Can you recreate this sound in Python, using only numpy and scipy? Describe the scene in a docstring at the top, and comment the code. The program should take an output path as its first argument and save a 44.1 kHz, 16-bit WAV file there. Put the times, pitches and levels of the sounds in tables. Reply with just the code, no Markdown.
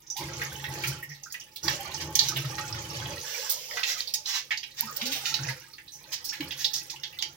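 """A tap runs into a basin in a small walled washing place while someone washes their face with cupped hands.
The stream patters as drops and trapped bubbles ring, and its impacts drive the basin's resonant modes.
It softens to a hiss as the hands catch it; handfuls slap the face, gulp and spill back.
Hard walls reflect the sound closely over a faint low hush, and two unlike microphone ports listen."""
import sys
import numpy as np
from scipy import signal
from scipy.fft import rfft, irfft, next_fast_len
from scipy.io import wavfile
from scipy.ndimage import uniform_filter1d, map_coordinates

SR = 44100
rng = np.random.default_rng(int(sys.argv[2]) if len(sys.argv) > 2 else 0)


def to_wav(sig):
    """Store sig (one row per channel, or 1-D mono) as 16-bit WAV at the path in sys.argv[1].

    Samples outside -1..1 are clipped; the rate is SR.
    """
    pcm = np.clip(np.atleast_2d(sig), -1, 1) * 32767
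    pcm = np.round(pcm).astype(np.int16)
    wavfile.write(sys.argv[1], SR, pcm.T)  # frames by channels


N = 324576
T = np.arange(N) / SR

# runs of water falling to the basin: (start [s], end [s], patter [dB], drumming [dB], mist [dB])
WATER_RUNS = [(0.185, 0.46, -44, -41.5, -61), (0.49, 0.65, -45.5, -46, -54.5),
              (0.662, 0.914, -42.5, -42, -54.5), (1.623, 1.725, -40, -41, -57),
              (1.775, 1.954, -42.5, -48, -67), (1.93, 2.12, -52, -40, -56.5),
              (2.192, 3.133, -43.5, -43.5, -56), (3.137, 3.556, -46, -74, -68),
              (3.674, 3.92, -43, -73, -59), (4.78, 5.255, -45, -59, -53), (5.288, 5.467, -40, -48, -56),
              (5.922, 7.354, -57.5, -61.5, -68.5), (6.388, 6.434, -48, -44.5, -54),
              (6.506, 6.843, -68, -88, -56)]
# spectral shape of water impacts: (frequency [Hz], gain [dB])
PATTER_SPECTRUM = [(500, -30), (800, -7), (1050, -9.5), (1400, -13.5), (1900, -2.5), (2350, -6), (4030, -4),
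                   (6000, -1), (7200, -8.5), (8700, -21), (15500, -6.5)]
# spectral shape of the larger trapped bubbles: (frequency [Hz], gain [dB])
GURGLE_SPECTRUM = [(200, -17), (400, -10), (520, 4.5), (700, -10), (870, 10.5), (1050, -8.5), (1400, 3.5),
                   (2200, 1), (4000, -57)]
# spectral shape of the finest droplets: (frequency [Hz], gain [dB])
MIST_SPECTRUM = [(1500, -58), (5000, -11), (8000, -6.5), (11000, -4), (13800, 0), (16000, 6)]
# spectral shape of water foaming over skin: (frequency [Hz], gain [dB])
FOAM_SPECTRUM = [(240, -39), (400, -14.5), (520, -3), (680, -12), (1060, -17), (1930, -11.5), (3700, -6.5),
                 (5700, 0.5), (8700, -17.5), (16000, -6)]
# resonances of the basin: (frequency [Hz], bandwidth [Hz], gain [dB])
BASIN_MODES = [(82.6, 8.1, -4), (113, 6.7, -8), (137.3, 9, 1), (220, 13, -32), (278, 17.7, -15.5),
               (318.8, 12.7, -9), (339, 5.3, -7.5), (463, 26, -30.5), (505, 30, -22.5), (848, 8.5, -4),
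               (1084, 4.8, -10)]
# lumps of water slapping skin and basin:
# (time [s], relative level [dB], pitch [Hz], relative mist [dB], decay time [s], half width [octaves])
SLAPS = [(0.101, -22, 6100, -24.5, 0.0057, 0.12), (0.164, -23, 3970, -10, 0.032, 0.74),
         (0.415, -19.5, 1780, -24, 0.0097, 0.48), (0.64, -24, 1890, -25, .008, 0.41),
         (0.835, -19.5, 2270, -20, 0.011, 0.51), (0.871, -24, 4950, -5, 0.0098, 0.72),
         (1.025, -28, 1990, -13, 0.0081, 0.12), (1.1, -32.5, 1940, -25, 0.031, 0.21),
         (1.233, -31.5, 6570, -26, 0.018, 0.35), (1.323, -33, 6400, -6.5, .004, .45),
         (1.341, -27, 1950, -20, .005, 0.41), (1.398, -33.5, 6040, -18, 0.0086, 0.36),
         (1.559, -31, 3800, -8, 0.0054, 0.31), (1.63, -24.5, 6000, -13, 0.02, .4),
         (1.68, -15.5, 1520, -25, 0.002, 1), (1.944, -22, 5800, -37, 0.0017, 0.25),
         (2.153, -12.5, 6070, -12.5, .003, .9), (2.191, -8.5, 4300, -26, 0.0019, 0.49),
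         (2.285, -17.5, 6150, -17, 0.0024, 0.61), (2.36, -20, 2730, -13, 0.014, 0.37),
         (2.582, -23.5, 1260, -29, 0.0072, 1), (3.494, -20.5, 4550, -2.5, 0.023, .45),
         (3.71, -28.5, 1830, -27, 0.0054, 0.15), (3.768, -20, 1220, -38, 0.019, 1),
         (3.832, -15.5, 2850, -39, 0.0044, 0.51), (4.072, -24.5, 4370, -17.5, 0.011, 0.2),
         (4.138, -15, 6400, -15.5, .004, 0.77), (4.256, -22.5, 4080, -38, 0.011, .35),
         (4.507, -15, 2180, -40, 0.012, 0.47), (4.573, -23.5, 4850, -46, 0.0025, 0.43),
         (4.631, -26.5, 2860, -29, 0.0064, 0.34), (4.962, -27, 4440, -10, 0.0071, .5),
         (5.013, -19.5, 2850, -40, 0.0089, 0.6), (5.054, -19, 3800, -16, .018, 0.69),
         (5.114, -16.5, 3240, -14.5, 0.04, 0.66), (5.254, -19, 3500, -29, 0.0047, .6),
         (5.341, -16, 3840, -25, 0.0034, .35), (5.485, -21.5, 1600, -46, 0.013, 0.61),
         (5.782, -34, 1880, -47, 0.0055, 0.44), (5.92, -33, 6000, -15, 0.048, 0.19),
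         (6.243, -25.5, 5200, -8, 0.026, 0.39), (6.289, -22.5, 5400, -35, 0.0094, 0.42),
         (6.324, -27, 1820, -16, 0.03, 1), (6.406, -24, 2750, -22, 0.0023, .48),
         (6.507, -24.5, 3120, -28, 0.014, 0.46), (6.644, -13.5, 3900, -29, 0.0072, 0.34),
         (6.734, -16.5, 5360, -18, 0.032, 0.54), (6.898, -25.5, 5100, -25, 0.017, 1),
         (7.034, -22.5, 3300, -43, 0.0074, 0.49), (7.188, -22.5, 3750, -24, 0.0033, 0.17),
         (7.224, -18, 3120, -26, 0.0021, 0.54)]
# handfuls spilling: (centre time [s], level [dB], half length [s], pitch [Hz])
HANDFULS = [(0.861, -44, 0.071, 3000), (1.699, -37, 0.05, 3350), (2.012, -32, 0.012, 1880),
            (2.225, -34, 0.066, 4900), (3.897, -29.5, 0.038, 4200), (3.997, -35.5, 0.03, 4830),
            (4.295, -31, 0.03, 3940), (4.357, -29, .037, 2310), (4.793, -34.5, 0.021, 3420),
            (5.279, -32.5, 0.036, 4640), (6.133, -29, 0.011, 5360), (6.61, -35.5, 0.031, 5050)]
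# lumps of water striking the basin floor: (time [s], level [dB], pitch [Hz])
FLOOR_THUDS = [(0.68, -35, 132.7), (0.87, -30.5, 139), (1.07, -39.5, 148.5), (2.348, -32, 140.4),
               (2.44, -31.5, 140.5), (2.715, -34.5, 114.6), (2.954, -31.5, 120.7), (3.019, -32, 128),
               (5.39, -33, 137), (5.439, -31, 135.4)]
# air pockets in hands and water, plus one late ring of the basin rim at 6.93 s: (time [s], level [dB], pitch
# [Hz], glide [ratio], swell time [s])
AIR_POCKETS = [(0.157, -37.5, 780, 0.16, 0.024), (1.257, -41, 1400, .02, 0.011),
               (2.32, -34.5, 1196, .06, 0.0061), (2.586, -33.5, 1260, 0.018, .01),
               (3.37, -40.5, 482, 0.053, 0.021), (4.825, -37, 812, 0.16, 0.0066),
               (4.828, -43.5, 244, -0.087, 0.014), (4.867, -38.5, 1270, -0.022, 0.0207),
               (5.02, -34, 210.5, .17, 0.027), (5.053, -41, 514, -0.0082, .02),
               (6.315, -42.5, 1398, 0.33, 0.017), (6.399, -32.5, 287, 0.048, 0.0095),
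               (6.93, -43.5, 875, 0.024, .009)]
# single drops close to the microphone: (time [s], level [dB], pitch [Hz])
NEAR_DROPS = [(1.683, -9, 4540), (1.7, -14, 14500), (3.501, -6, 14000), (4.006, -12, 4350),
              (4.808, -25, 4300), (4.809, -2, 13600), (4.97, -9, 14200)]
# reverberation between the walls: (frequency [Hz], time to fall 60 dB [s])
WALL_DECAY = [(150, 0.36), (900, 0.1), (2500, 0.2), (6000, 0.19), (15000, 0.092)]
# spectral shape of the surroundings: (frequency [Hz], gain [dB])
HUSH_SPECTRUM = [(15, -40), (25, 14), (141, 14.5), (240, 8.5), (537, 5), (730, -46.5), (852, -40),
                 (1030, -42), (1240, 8), (1500, -70), (1950, -41), (3300, -120)]
# imbalance of the microphone ports: (frequency [Hz], left minus right [dB])
PORT_BALANCE = [(110, 1), (380, -1.5), (800, -3.5), (1300, -6.5), (2400, -4.5), (4000, -7.5), (5800, -13),
                (6700, 0), (8500, 9.5), (11500, 0.5), (14000, -9.5)]


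def stream(patter_gain, mist_gain):
    """Bubble resonance: drops patter, burst into mist and trap larger, lower bubbles that gurgle."""
    impacts = drops(count=8000, lo_hz=1100, hi_hz=11000, cycles=3, scatter_db=4.5, rise=0.12, size=300)
    bubbles = drops(count=1000, lo_hz=900, hi_hz=3200, cycles=13, scatter_db=4.5, rise=0.05, size=1400)
    droplets = drops(count=5000, lo_hz=7000, hi_hz=16000, cycles=1.2, scatter_db=6, rise=0, size=48)
    air = drops(count=1100, lo_hz=376.8, hi_hz=1821, cycles=13.9, scatter_db=3.5, rise=0.072, size=1800)
    patter = steady(coloured(unit(impacts) + amp(-7) * unit(bubbles), lambda f: along(PATTER_SPECTRUM, f)))
    gurgle = steady(coloured(air, lambda hz: along(GURGLE_SPECTRUM, hz)))
    gurgle_gain = amp(-5.5) * patter_gain * unit(patter_gain) ** 0.15  # a weak trickle traps little air
    return patter_gain * patter + gurgle_gain * gurgle + mist_gain * amp(5) * steady(mist(droplets))


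def drops(count, lo_hz, hi_hz, cycles, scatter_db, rise, size):
    """Superposition: tiny bubbles ring at random times, each a damped sine whose pitch may rise."""
    when, pitch, chance = rng.random((count, 3)).T
    hz = lo_hz * (hi_hz / lo_hz) ** pitch
    turns = hz[:, None] * np.arange(size) / SR
    age = turns / cycles
    strength = hz * amp(-scatter_db * np.log(chance + 0.0038))
    rings = strength[:, None] * np.exp(-age) * np.sin(2 * np.pi * turns * (1 + rise * age / (1 + age)))
    places = (when * N).astype(int)[:, None] + np.arange(size)
    return np.bincount(places.ravel(), rings.ravel(), N)[:N]


def mist(impacts):
    """Small sources radiate high frequencies: the finest droplets hiss, at rms 1."""
    return unit(coloured(impacts, lambda hz: along(MIST_SPECTRUM, hz)))


def flow():
    """Amplitude modulation: the uneven flow sets the gains of patter, drumming and mist."""
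    _, _, patter_db, drum_db, mist_db = np.transpose(WATER_RUNS)
    return (poured(patter_db, trickle_db=-62.5, fade_db_per_s=111) * surge(depth_db=1.55),
            poured(drum_db, trickle_db=-68.5, fade_db_per_s=128) * surge(depth_db=1.5),
            poured(mist_db, trickle_db=-64.5, fade_db_per_s=72))


def poured(levels_db, trickle_db, fade_db_per_s, rise_s=0.032):
    """Incoherent sources add in power: each run builds, holds and drains over the tap's trickle."""
    power = amp(trickle_db) ** 2
    for (start, end, *_), db in zip(WATER_RUNS, levels_db):
        onset = np.clip((T - start) / rise_s, 0, 1)
        drained_db = fade_db_per_s * np.maximum(T - end, 0)
        power = power + (onset * amp(db - drained_db)) ** 2
    return np.sqrt(power)


def surge(depth_db, rate_hz=14):
    """Random modulation: water falls unevenly, so its gain wanders smoothly."""
    return amp(depth_db * map_coordinates(rng.standard_normal(256), [T * rate_hz], mode="wrap"))


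def basin(drum_gain, patter_gain, rim_hz=857):
    """Forced vibration: the stream drums the basin's modes; spray and splats set its rim ringing."""
    def mode(hz, centre, width):
        return 1j * hz * width / (centre ** 2 - hz ** 2 + 1j * hz * width)

    def body(hz):
        band = (hz / 60) ** 6 / (1 + (hz / 60) ** 6) / (1 + (hz / 1800) ** 4)
        return band * sum(amp(db) * mode(hz, centre, width) for centre, width, db in BASIN_MODES)

    drumming = steady(filtered(crackle(N), body))
    rim = steady(filtered(crackle(N), lambda hz: mode(hz, rim_hz, width=30) ** 2))
    strikes = [(s, db - 36.5, rim_hz, 0, 0.023) for s, db, *_ in SLAPS]  # no glide, 23 ms swell
    return drum_gain * drumming + patter_gain * amp(-26) * rim + notes(strikes, rough=0.39)


def wash(peak_s=3.333, peak_db=-36.5, swell_db_per_s=65, fade_db_per_s=19):
    """Broadband noise: water sheeting over the hands foams into a hiss that swells and fades once."""
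    level_db = peak_db - np.maximum(swell_db_per_s * (peak_s - T), fade_db_per_s * (T - peak_s))
    return amp(level_db) * unit(coloured(crackle(N), lambda hz: along(FOAM_SPECTRUM, hz)))


def splats(attack_share=0.07, bubble_cycles=11):
    """Impact and air entrainment: a lump of water slaps, throws mist and traps a ringing bubble."""
    out, t = np.zeros(N), np.arange(SR // 8) / SR
    for s, db, hz, mist_db, decay_s, octaves in SLAPS + stray_drips():
        envelope = (1 - np.exp(-t / (attack_share * decay_s))) * np.exp(-t / decay_s)
        slap = splash(burst(envelope, sparseness=28), hz, octaves)
        spray = amp(mist_db + 14) * mist(burst(envelope, sparseness=160))
        age = t * hz / bubble_cycles
        phase = 2 * np.pi * hz * t * (1 + 0.028 * age / (1 + age))
        bubble = unit((1 - np.exp(-t / 0.00011)) * np.exp(-age) * np.sin(phase))
        bubble_gain = amp(-7 - 8.5 * octaves)  # a compact splat traps a clearer bubble than a broad one
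        add(out, s, amp(db - 19.5) * (slap + spray + bubble_gain * bubble))
    return out


def spills():
    """Noise under a Gaussian envelope: handfuls pour out in short swells."""
    out, t = np.zeros(N), np.arange(SR // 4) / SR - 1 / 8
    for s, db, half_length, hz in HANDFULS:
        water = splash(crackle(len(t)), hz, octaves=1.8)
        add(out, s + t[0], amp(db) * water * np.exp(-(t / half_length) ** 2))
    return out


def splash(impacts, centre_hz, octaves):
    """Source and filter: impacts take on the patter's spectrum and one broad resonance, at rms 1."""
    def shape_db(hz):
        detuning = np.log2((hz + 1) / centre_hz) / octaves
        return along(PATTER_SPECTRUM, hz) - 20 * np.log10(1 + detuning ** 2)
    return unit(coloured(impacts, shape_db))


def burst(envelope, sparseness):
    """Impulsive noise: a lump of water breaks into separate micro-impacts under an envelope."""
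    kick, chance = rng.standard_normal(len(envelope)), rng.random(len(envelope))
    return envelope * kick * (chance ** sparseness + 0.038)


def crackle(size):
    """Heavy-tailed noise: a sheet of water breaks up in spikes of uneven strength."""
    noise, strength = rng.standard_normal((2, size))
    return noise * amp(2.9 * strength)


def thuds(glide=-0.015, swell_s=0.025):
    """Plate vibration: the basin floor booms and sags slightly in pitch under a lump of water."""
    return notes([(s, db, hz, glide, swell_s) for s, db, hz in FLOOR_THUDS], rough=0.61)


def gulps():
    """Cavity resonance: air pockets sound briefly as water closes on them and shakes their walls; one late row
    is a ring of the basin rim."""
    return notes(AIR_POCKETS, rough=0.74)


def notes(table, rough):
    """Damped oscillation: each tone swells, glides and dies while shaking water roughens it."""
    out, t = np.zeros(N), np.arange(SR // 4) / SR
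    for s, db, hz, glide, swell_s in table:
        age = t / swell_s
        turns = np.cumsum(hz * (1 + glide * age / (1 + age / 3))) / SR
        phase = 2 * np.pi * turns
        shapes = rng.standard_normal((2, 128))  # the surface changes shape every four cycles
        shake = [map_coordinates(row, [np.abs(turns) / 4], mode="wrap") for row in shapes]
        tone = (1 + rough * shake[0]) * np.sin(phase) + rough * shake[1] * np.cos(phase)
        add(out, s, amp(db) * age * np.exp(1 - age) * tone / np.sqrt(1 + 2 * rough ** 2))
    return out


def near_drops(swell_cycles=1.5):
    """Heavy damping: a drop close by is a click of only a few cycles."""
    out, t = np.zeros(N), np.arange(SR // 100) / SR
    for s, db, hz in NEAR_DROPS:
        age = hz * t / swell_cycles
        add(out, s, amp(db) * age * np.exp(1 - age) * np.sin(2 * np.pi * hz * t))
    return out


def stray_drips(count=49, lo_hz=2470, hi_hz=6350, decay_s=0.011, octaves=0.2):
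    """A random point process: drips off face and arms make faint splats, as rows like those of SLAPS."""
    return [(when * N / SR, -41 + 5 * strength, lo_hz * (hi_hz / lo_hz) ** pitch, -43, decay_s, octaves)
            for when, strength, pitch in rng.random((count, 3))]


def walls(x, wet_db):
    """Reverberation: direct sound is joined by wall reflections that change as the water moves."""
    out = np.array([np.roll(x, shift=2), x])  # sound reaches the left port a little late
    hop = SR // 4
    for start in range(0, N, hop):
        hz, t, noise = signal.stft(rng.standard_normal((2, SR // 5)), SR, nperseg=256)
        coherence = np.exp(-(hz[:, None] / 600) ** 2)  # long waves reach both ports alike
        noise[1] = coherence * noise[0] + np.sqrt(1 - coherence ** 2) * noise[1]
        early = 0.8 * np.exp(-t / 0.0032)  # the nearest walls answer first
        late = amp(-60 * t / along(WALL_DECAY, hz)[:, None])
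        tail = signal.istft(noise * (early + late), SR, nperseg=256)[1]
        echoes = signal.fftconvolve(x[None, start:start + hop], tail / np.linalg.norm(tail[0]), axes=1)
        add(out, start / SR, amp(wet_db) * echoes)
    return out / np.sqrt(1 + amp(wet_db) ** 2 / 2)


def hush():
    """Ambient noise: a faint low hush from the surroundings, partly coherent between the ports."""
    noise = rng.standard_normal(N) + 0.74 * rng.standard_normal((2, N))
    return amp(-68) * unit(filtered(noise, lambda hz: amp(along(HUSH_SPECTRUM, hz))))


def amp(db):
    """The decibel law: level to amplitude ratio."""
    return 10 ** (np.asarray(db) / 20)


def unit(x):
    """Normalisation to rms 1."""
    return x / np.sqrt(np.mean(x ** 2) + 1e-20)


def steady(x):
    """Division by the running rms: the same grain at an even flow, rms 1."""
    power = np.abs(uniform_filter1d(unit(x) ** 2, size=2600))
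    return unit(x / np.sqrt(power + 0.02))


def along(points, hz):
    """Interpolation of (frequency [Hz], value) points on a logarithmic axis."""
    frequencies, values = np.transpose(points)
    return np.interp(np.log(hz + 1), np.log(frequencies + 1), values)


def add(track, s, x):
    """Superposition of x on the track at s seconds."""
    start = max(round(s * SR), 0)
    part = track[..., start:start + x.shape[-1]]
    part += x[..., :part.shape[-1]]


def filtered(x, response):
    """Linear filtering: the spectrum of x times a complex response of frequency."""
    n = x.shape[-1]
    padded = next_fast_len(n + n // 8)
    return irfft(rfft(x, padded) * response(np.fft.rfftfreq(padded, 1 / SR)), padded)[..., :n]


def coloured(x, shape_db, size=1024):
    """Minimum-phase filtering with the gain shape_db(Hz): causal, so attacks stay sharp."""
    gain = amp(shape_db(np.fft.rfftfreq(size, 1 / SR)))
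    cepstrum = irfft(np.log(gain + 1e-5))
    cepstrum[1:size // 2] *= 2
    cepstrum[size // 2 + 1:] = 0
    return signal.fftconvolve(x, irfft(np.exp(rfft(cepstrum))))[:len(x)]


def scene():
    """Direct and reverberant fields: spray carries to the walls; near drops, gulps and basin stay drier."""
    patter_gain, drum_gain, mist_gain = flow()
    spray = walls(stream(patter_gain, mist_gain) + wash() + splats() + spills(), wet_db=7.5)
    near = walls(near_drops() + gulps() + basin(drum_gain, patter_gain) + thuds(), wet_db=-12)
    return spray + near + hush()


def record(dry):
    """Frequency response: each microphone port has its own colour, and both share a band limit."""
    def ports(hz, top_hz=15850):
        ratio = amp(along(PORT_BALANCE, hz))
        return np.array([ratio, np.ones_like(ratio)]) / np.sqrt((1 + ratio ** 2) / 2) * (hz < top_hz)
    return filtered(dry, ports)


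dry = scene()
out = record(dry)
to_wav(out)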